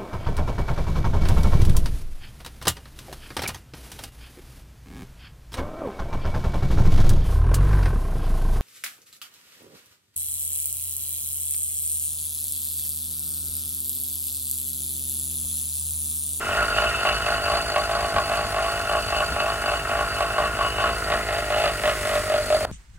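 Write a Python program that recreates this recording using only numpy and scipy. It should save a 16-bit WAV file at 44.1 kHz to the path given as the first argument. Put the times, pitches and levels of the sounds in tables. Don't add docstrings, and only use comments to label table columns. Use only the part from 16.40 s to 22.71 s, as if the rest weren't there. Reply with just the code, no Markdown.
import sys
import numpy as np
from scipy import signal
from scipy.fft import rfft, irfft, next_fast_len
from scipy.io import wavfile

SR = 44100
rng = np.random.default_rng(int(sys.argv[2]) if len(sys.argv) > 2 else 0)


def log_audio(samples):
    frames = np.atleast_2d(samples).T
    limited = np.clip(frames, -1, 1)
    pcm = np.round(limited * 32767).astype(np.int16)
    wavfile.write(sys.argv[1], SR, pcm)


N = 278441
TIME = np.arange(N) / SR

# f/Hz, level/dB
BREEZE_SPECTRUM = [(20, -13.5), (45, -0.5), (70, 0), (110, -5.5), (180, -13.5), (300, -13.5), (600, -17.5),
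                   (1500, -20.5), (5000, -49)]
# t/s, rise/dB
BASS_SWELLS = [(0.351, 1.1), (1.771, 9.2), (2.07, 5.9), (2.922, 7), (4.02, 3.7), (4.481, 7), (4.749, 8.1),
               (5.269, 3), (5.47, 4.3)]

# t/s, length/s, first firing/dB, last firing/dB, push above coasting/(turns per s)
CATCHES = [(0.089, 0.13, -26.5, -25, 20.6), (.364, 0.081, -21, -23, 24), (0.651, 0.059, -19, -23.5, 27.4),
           (.864, 0.065, -22, -22, 18), (1.06, .11, -22, -23, 27), (1.361, 0.034, -18, -26, 51),
           (1.494, 0.15, -23, -24.5, 12.6), (1.763, 0.026, -18.5, -24.5, 42), (1.897, 0.11, -22, -25, 17.8),
           (2.144, 0.25, -22.5, -27.5, 10.8), (2.494, 0.066, -20.5, -15.5, 32.3),
           (2.725, .045, -18, -19.5, 19.9), (2.805, 0.037, -17, -32, 18.6), (2.963, 0.16, -22.5, -23, 11.1),
           (3.24, 0.095, -23, -20, 15.8), (3.494, 0.11, -24, -20.5, 18.2),
           (3.806, 0.039, -17.5, -23.5, 21.9), (3.903, 0.051, -24, -37, 9.5),
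           (3.982, 0.062, -16.5, -18.5, 31), (4.19, 0.054, -21.5, -18.5, 20),
           (4.383, .11, -19.5, -21.5, 21.9), (4.682, 0.06, -23.5, -22, 31.7),
           (4.888, 0.098, -27, -26, 13.2), (5.103, 0.17, -24, -18, 10.9), (5.437, 0.064, -24, -21, 18.6),
           (5.652, 0.12, -25, -21.5, 8.6), (5.899, 0.08, -20.5, -20.5, 11),
           (6.103, 0.048, -20.5, -18, 17.7), (6.208, 0.053, -26.5, -16, 3.7)]
# t/s, level/dB
CRACKS = [(.132, -11), (.655, 2), (0.673, -5), (.69, 7.5), (0.864, -14), (1.362, 6), (1.553, -16),
          (1.76, -2), (1.785, 8.5), (2.493, -18), (2.961, -2), (3.003, 5), (3.493, 0.5), (3.807, -3),
          (3.984, -11), (4.193, -8), (4.213, -4), (4.441, -13), (4.702, -14), (4.719, -11), (4.887, -16),
          (5.105, -14), (5.437, -6), (5.456, 7), (5.941, -6), (6.103, -4), (6.126, -5), (6.207, -7)]

# angle/turns, level/dB
KNOCKS = [(0.042, 9.5), (0.221, -6), (0.421, 9.5), (0.616, 1.5), (0.833, 11.5)]
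# f/Hz, width/Hz, level/dB
CASE_MODES = [(1093, 100, -8), (1217, 39, -8), (1304, 66, -1.5), (1414.6, 33, 4.5), (1486, 60, -2),
              (1532, 44, -4), (1636, 84, -9.5), (1864, 40, -6.5), (2040, 210, -17)]
FIN_MODES = [(2230, 43, -24), (2656, 54, 0.5), (2793, 114, -5), (2820, 54, 0), (2928, 16, 2),
             (3006, 64, -8), (3320, 37, -24), (3566, 34, -11.5)]
COVER_MODES = [(3500, 73, -9), (4170, 35, -12), (4300, 90, -4), (4658, 26, 1.5), (4960, 54, -29),
               (5200, 54, -29), (5870, 35, -12), (6750, 50, -12.5), (7480, 62, -15), (7855, 54, -18),
               (9770, 80, -12), (10320, 220, -11)]
# t/s, cases/dB, fins/dB, covers/dB
RATTLE_LEVELS = [(0, -27.5, -33.5, -51), (.2, -23, -32, -38.5), (.55, -26, -27, -37), (.9, -27, -32, -36.5),
                 (1.2, -31, -34.5, -34.5), (1.6, -33.5, -37.5, -38), (2.8, -30.5, -34, -39),
                 (4.1, -30, -36, -42.5), (4.45, -30.5, -31.5, -42), (4.6, -30.5, -40, -40.5),
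                 (5, -34, -35, -41.5), (5.25, -32.5, -34, -39.5), (5.6, -36, -38, -46),
                 (6.25, -36.5, -45, -34)]
# f/Hz, level/dB
SIZZLE_SHARED = [(1000, 4.5), (2000, 8), (3500, 0), (5200, -2), (6500, .5), (8000, 3.5), (9300, 3),
                 (10600, 0.5), (11300, -3.5), (12800, -7.5), (16000, -7)]
SIZZLE_SIDE = [(1000, -51), (3500, 0), (5000, 11), (6300, -4), (7500, -3), (8600, -1), (9800, 7),
               (11000, 6), (12000, 0), (13000, -6), (16000, -15)]
# t/s, level/dB
SIZZLE_LEVELS = [(0, -37), (.4, -37.5), (1.5, -39), (2.6, -38), (4.4, -39), (5.2, -37), (5.75, -32.5),
                 (5.95, -36.5), (6.25, -35.5)]

# f/Hz, width/Hz, level/dB
PUFF_MODES = [(58.7, 23.4, 1), (108.5, 26, -10), (152, 30, -14), (237, 18, -8.5), (428, 143, -8.5)]
# t/s, level/dB
PUFF_LEVELS = [(0, -35), (1.1, -37.5), (2, -38.5), (3.4, -38), (4.5, -34), (5.2, -36), (6.25, -35)]

# f/Hz, width/Hz, level/dB, extra growth/(dB per dB of burn)
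PIPE_LOW = [(607, 18.8, 3.5, 0.5838), (672.2, 36.4, 3.5, 0.08), (757, 22, -10.5, 0.97),
            (816.6, 23.6, -1.5, 0.27)]
PIPE_MID = [(1025, 15, 0, 0.1), (1087, 14.4, 1.5, 0.6), (1129, 13, 1, 1), (1511, 66, -10, 0.17)]
PIPE_RASP = [(1272, 94, 3.5, 0.62), (1725, 63, -1.5, 0.25), (1883, 14, 5, 0), (2000, 210, -1, 0.1),
             (2496, 43, -3.5, 0.32), (3260, 1100, -12, 0.78)]
# t/s, lowest tone/dB, other low tones/dB, middle/dB, rasp/dB
PIPE_FACING = [(0, 6.5, 0, -0.5, 1.5), (.7, -3.5, -0.5, -0.5, -1), (1.1, 2.5, 2, 4.5, 4),
               (2.2, -4, 2.5, 5.5, 6.5), (2.6, -3, -1, 1, -13), (3.5, -1.5, 0.5, 3.5, 0.5),
               (4.3, -5, -2.5, 4.5, -1), (4.8, 3, 1, 2, 13), (5.2, 6, -0.5, -5, 8.5),
               (5.6, 10, -9, 3.5, 13.5), (6.25, 9.5, -46, -16, 3)]
# f/Hz, width/Hz
SILENCER_NOTCHES = [(525, 85.5), (925, 238)]

COAST_TURNS_PER_S = 44


def amp(db):
    return 10 ** (np.asarray(db) / 20)


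def unit(x):
    return x / np.sqrt(np.mean(x ** 2) + 1e-20)


def curves(rows, at=TIME):
    times, *columns = np.transpose(rows)
    return [np.interp(at, times, column) for column in columns]


def cut(x, hz, kind, order=2):
    return signal.sosfilt(signal.butter(order, hz, kind, fs=SR, output="sos"), x + 1e-18)


def band(x, low_hz, high_hz):
    return cut(cut(x, low_hz, "high"), high_hz, "low")


def resonate(x, hz, width_hz):
    r = np.exp(-np.pi * width_hz / SR)
    feedback = [1, -2 * r * np.cos(2 * np.pi * hz / SR), r * r]
    return signal.lfilter(np.array([1, 0, -1]) * (1 - r * r) / 2, feedback, x + 1e-18)


def body(x, modes):
    return sum((-1) ** k * amp(db) * resonate(x, hz, width) for k, (hz, width, db) in enumerate(modes))


def colour(x, spectrum):
    hz, db = np.transpose(spectrum)
    size = next_fast_len(N)
    bin_hz = np.arange(size // 2 + 1) * SR / size
    gain = amp(np.interp(np.log(bin_hz + 1), np.log(hz), db))
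    return unit(irfft(rfft(x, size) * gain, size)[..., :N])


def clicks(times, heights):
    return np.bincount(np.clip(times * SR, 0, N - 1).astype(int), heights, N)


def fading(impulses, decay_s):
    r = np.exp(-2 / (decay_s * SR))
    return np.sqrt(signal.lfilter([1 - r], [1, -r], impulses ** 2 + 1e-18))


def bursts(impulses, decay_s):
    return fading(impulses, decay_s) * rng.standard_normal(N)


def stereo(x, lag_s=.000078):
    return np.array([np.interp(TIME - lag_s, TIME, x), x])


def stereo_noise(scatter_db, lag_s=.000078):
    direct = stereo(rng.standard_normal(N), lag_s)
    return unit(direct + amp(scatter_db) * rng.standard_normal((2, N)))


def breeze(level_db=-38, swell_s=.025):
    swells_db = sum(db * np.exp(-((TIME - t) / swell_s) ** 2) for t, db in BASS_SWELLS)
    rumble = colour(stereo_noise(scatter_db=-11), BREEZE_SPECTRUM)
    return amp(level_db + swells_db) * cut(rumble, 18, "high")


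def flywheel(follow_s=.18, start_extra_turns_per_s=4.9):
    push = sum(rise * ((TIME >= t) & (TIME < t + length)) for t, length, _, _, rise in CATCHES)
    r = np.exp(-1 / (follow_s * SR))
    extra_speed = signal.lfilter([1 - r], [1, -r], push, zi=[start_extra_turns_per_s])[0]
    turns = np.cumsum(COAST_TURNS_PER_S + extra_speed) / SR
    starts = np.array(CATCHES)[:, 0]
    reached = np.interp(starts, TIME, turns)
    whole = np.cumsum(np.round(np.diff(reached, prepend=0)))
    return turns + np.interp(TIME, starts, whole - reached)


def crank_times(turns, angle):
    return np.interp(np.arange(int(turns[-1])) + angle, turns, TIME)


def combustion(times, build_db_per_s=120, fall_db_per_s=313, sag_db_per_s=80, near_s=.006):
    start, length, first_db, last_db, _ = np.transpose(CATCHES)
    age = times[:, None] - start
    lead_in = first_db - 4.5 + build_db_per_s * age
    firing = first_db + (last_db - first_db) * age / length
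    sputter = -28 - sag_db_per_s * (age - length)
    dying = np.maximum(last_db - fall_db_per_s * (age - length), sputter)
    burn_db = np.select([age < -near_s, age < length], [lead_in, firing], dying).max(axis=1)
    cracking = np.abs(times[:, None] - np.array(CRACKS)[:, 0]).min(axis=1) < near_s
    misfire = np.roll(cracking, -1) & ~cracking
    burn_db = burn_db + 2.1 * cracking - 1.5 * misfire
    return burn_db - burn_db.mean()


def knocks(turns, decay_s, grind_db, load, uneven_db, play_turns=.012):
    hits = 0
    for angle, db in KNOCKS:
        times = crank_times(turns, angle)
        slip, force = rng.standard_normal((len(times), 2)).T
        strength = amp(db + uneven_db * np.minimum(force, 1) + load * combustion(times))
        turn_s = np.mean(np.diff(times))
        hits = hits + clicks(times + play_turns * turn_s * slip, strength)
    return np.hypot(unit(fading(hits, decay_s)), amp(grind_db))


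def rattle(turns):
    case_noise = stereo_noise(scatter_db=-34)
    fin_noise = stereo_noise(scatter_db=-7)
    cover_noise = stereo_noise(scatter_db=-9, lag_s=.000116)
    case_noise *= knocks(turns, decay_s=.0013, grind_db=-9.5, load=.18, uneven_db=3)
    fin_noise *= knocks(turns, decay_s=.0018, grind_db=-10, load=.45, uneven_db=2.8)
    cover_noise *= knocks(turns, decay_s=.0045, grind_db=-19, load=.04, uneven_db=6.5)
    cases = cut(body(case_noise, CASE_MODES), 730, "high")
    fins = cut(body(fin_noise, FIN_MODES), 5300, "low")
    covers = band(body(cover_noise, COVER_MODES), 3000, 8400)
    return sum(amp(db) * unit(part) for db, part in zip(curves(RATTLE_LEVELS), (cases, fins, covers)))


def sizzle(turns):
    grit = rng.standard_normal((2, N)) * knocks(turns, decay_s=.012, grind_db=.5, load=.06, uneven_db=6)
    grit = cut(grit, 660, "high")
    shared = colour(grit[0], SIZZLE_SHARED)
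    side = amp(-5.5) * colour(grit[1], SIZZLE_SIDE)
    return amp(curves(SIZZLE_LEVELS)[0]) * unit(np.array([shared + side, shared - side]))


def puffs(turns, uneven_db=.34, db_per_turn_per_s=.16):
    times = crank_times(turns, angle=.024)
    speed = np.interp(times, TIME, np.gradient(turns) * SR)
    puff_db = db_per_turn_per_s * (speed - COAST_TURNS_PER_S)
    puff_db += uneven_db * rng.standard_normal(len(times))
    hum = body(clicks(times, amp(puff_db)), PUFF_MODES)
    return amp(curves(PUFF_LEVELS)[0]) * unit(cut(hum, 572, "low", order=6))


def cracks(boost_db=3.5, spit_s=.012):
    times, db = np.transpose(CRACKS)
    snaps = clicks(times, amp(db + boost_db))
    crack = cut(snaps + bursts(snaps, spit_s), 900, "high")
    bright_edge = amp(-27) * cut(crack, 6000, "low", order=1)
    return cut(crack, 1960, "low") + bright_edge


def exhaust(turns, uneven_db=.84, jitter_s=.00003):
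    times = crank_times(turns, angle=0)
    force, slip = rng.standard_normal((len(times), 2)).T
    burn_db = combustion(times) + uneven_db * force
    times = times + jitter_s * slip
    lowest_db, other_db, mid_db, rasp_db = curves(PIPE_FACING, times)

    def ring(modes, facing, jet_db, jet_s):
        tones = 0
        for (hz, width, db, growth), facing_db in zip(modes, facing):
            pops = clicks(times, amp(burn_db * (.5 + growth) + facing_db + db))
            jet = amp(jet_db) * bursts(pops, jet_s)
            tones = tones + resonate(pops + jet, hz, width)
        return tones

    low = ring(PIPE_LOW, [lowest_db] + [other_db] * (len(PIPE_LOW) - 1), jet_db=-11, jet_s=.012)
    mid = ring(PIPE_MID, [mid_db] * len(PIPE_MID), jet_db=-5, jet_s=.014)
    rasp = ring(PIPE_RASP, [rasp_db] * len(PIPE_RASP), jet_db=2, jet_s=.018)
    pipe = (amp(-24.5) * unit(band(low, 720, 1000))
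            + amp(-30) * unit(band(mid, 850, 1930))
            + amp(-35) * unit(band(rasp, 930, 3440)))
    for hz, width in SILENCER_NOTCHES:
        pipe = pipe - resonate(pipe, hz, width)
    return pipe


def scene(drop_at_s=6.253, drop_db=-22):
    turns = flywheel()
    gas = exhaust(turns) + cracks() + puffs(turns)
    engine = stereo(gas) + rattle(turns) + sizzle(turns)
    return engine * amp(drop_db * (TIME > drop_at_s)) + breeze()


def record(dry):
    return signal.sosfilt(signal.ellip(10, .2, 80, 15750, fs=SR, output="sos"), dry)


dry = scene()
out = record(dry)
log_audio(out)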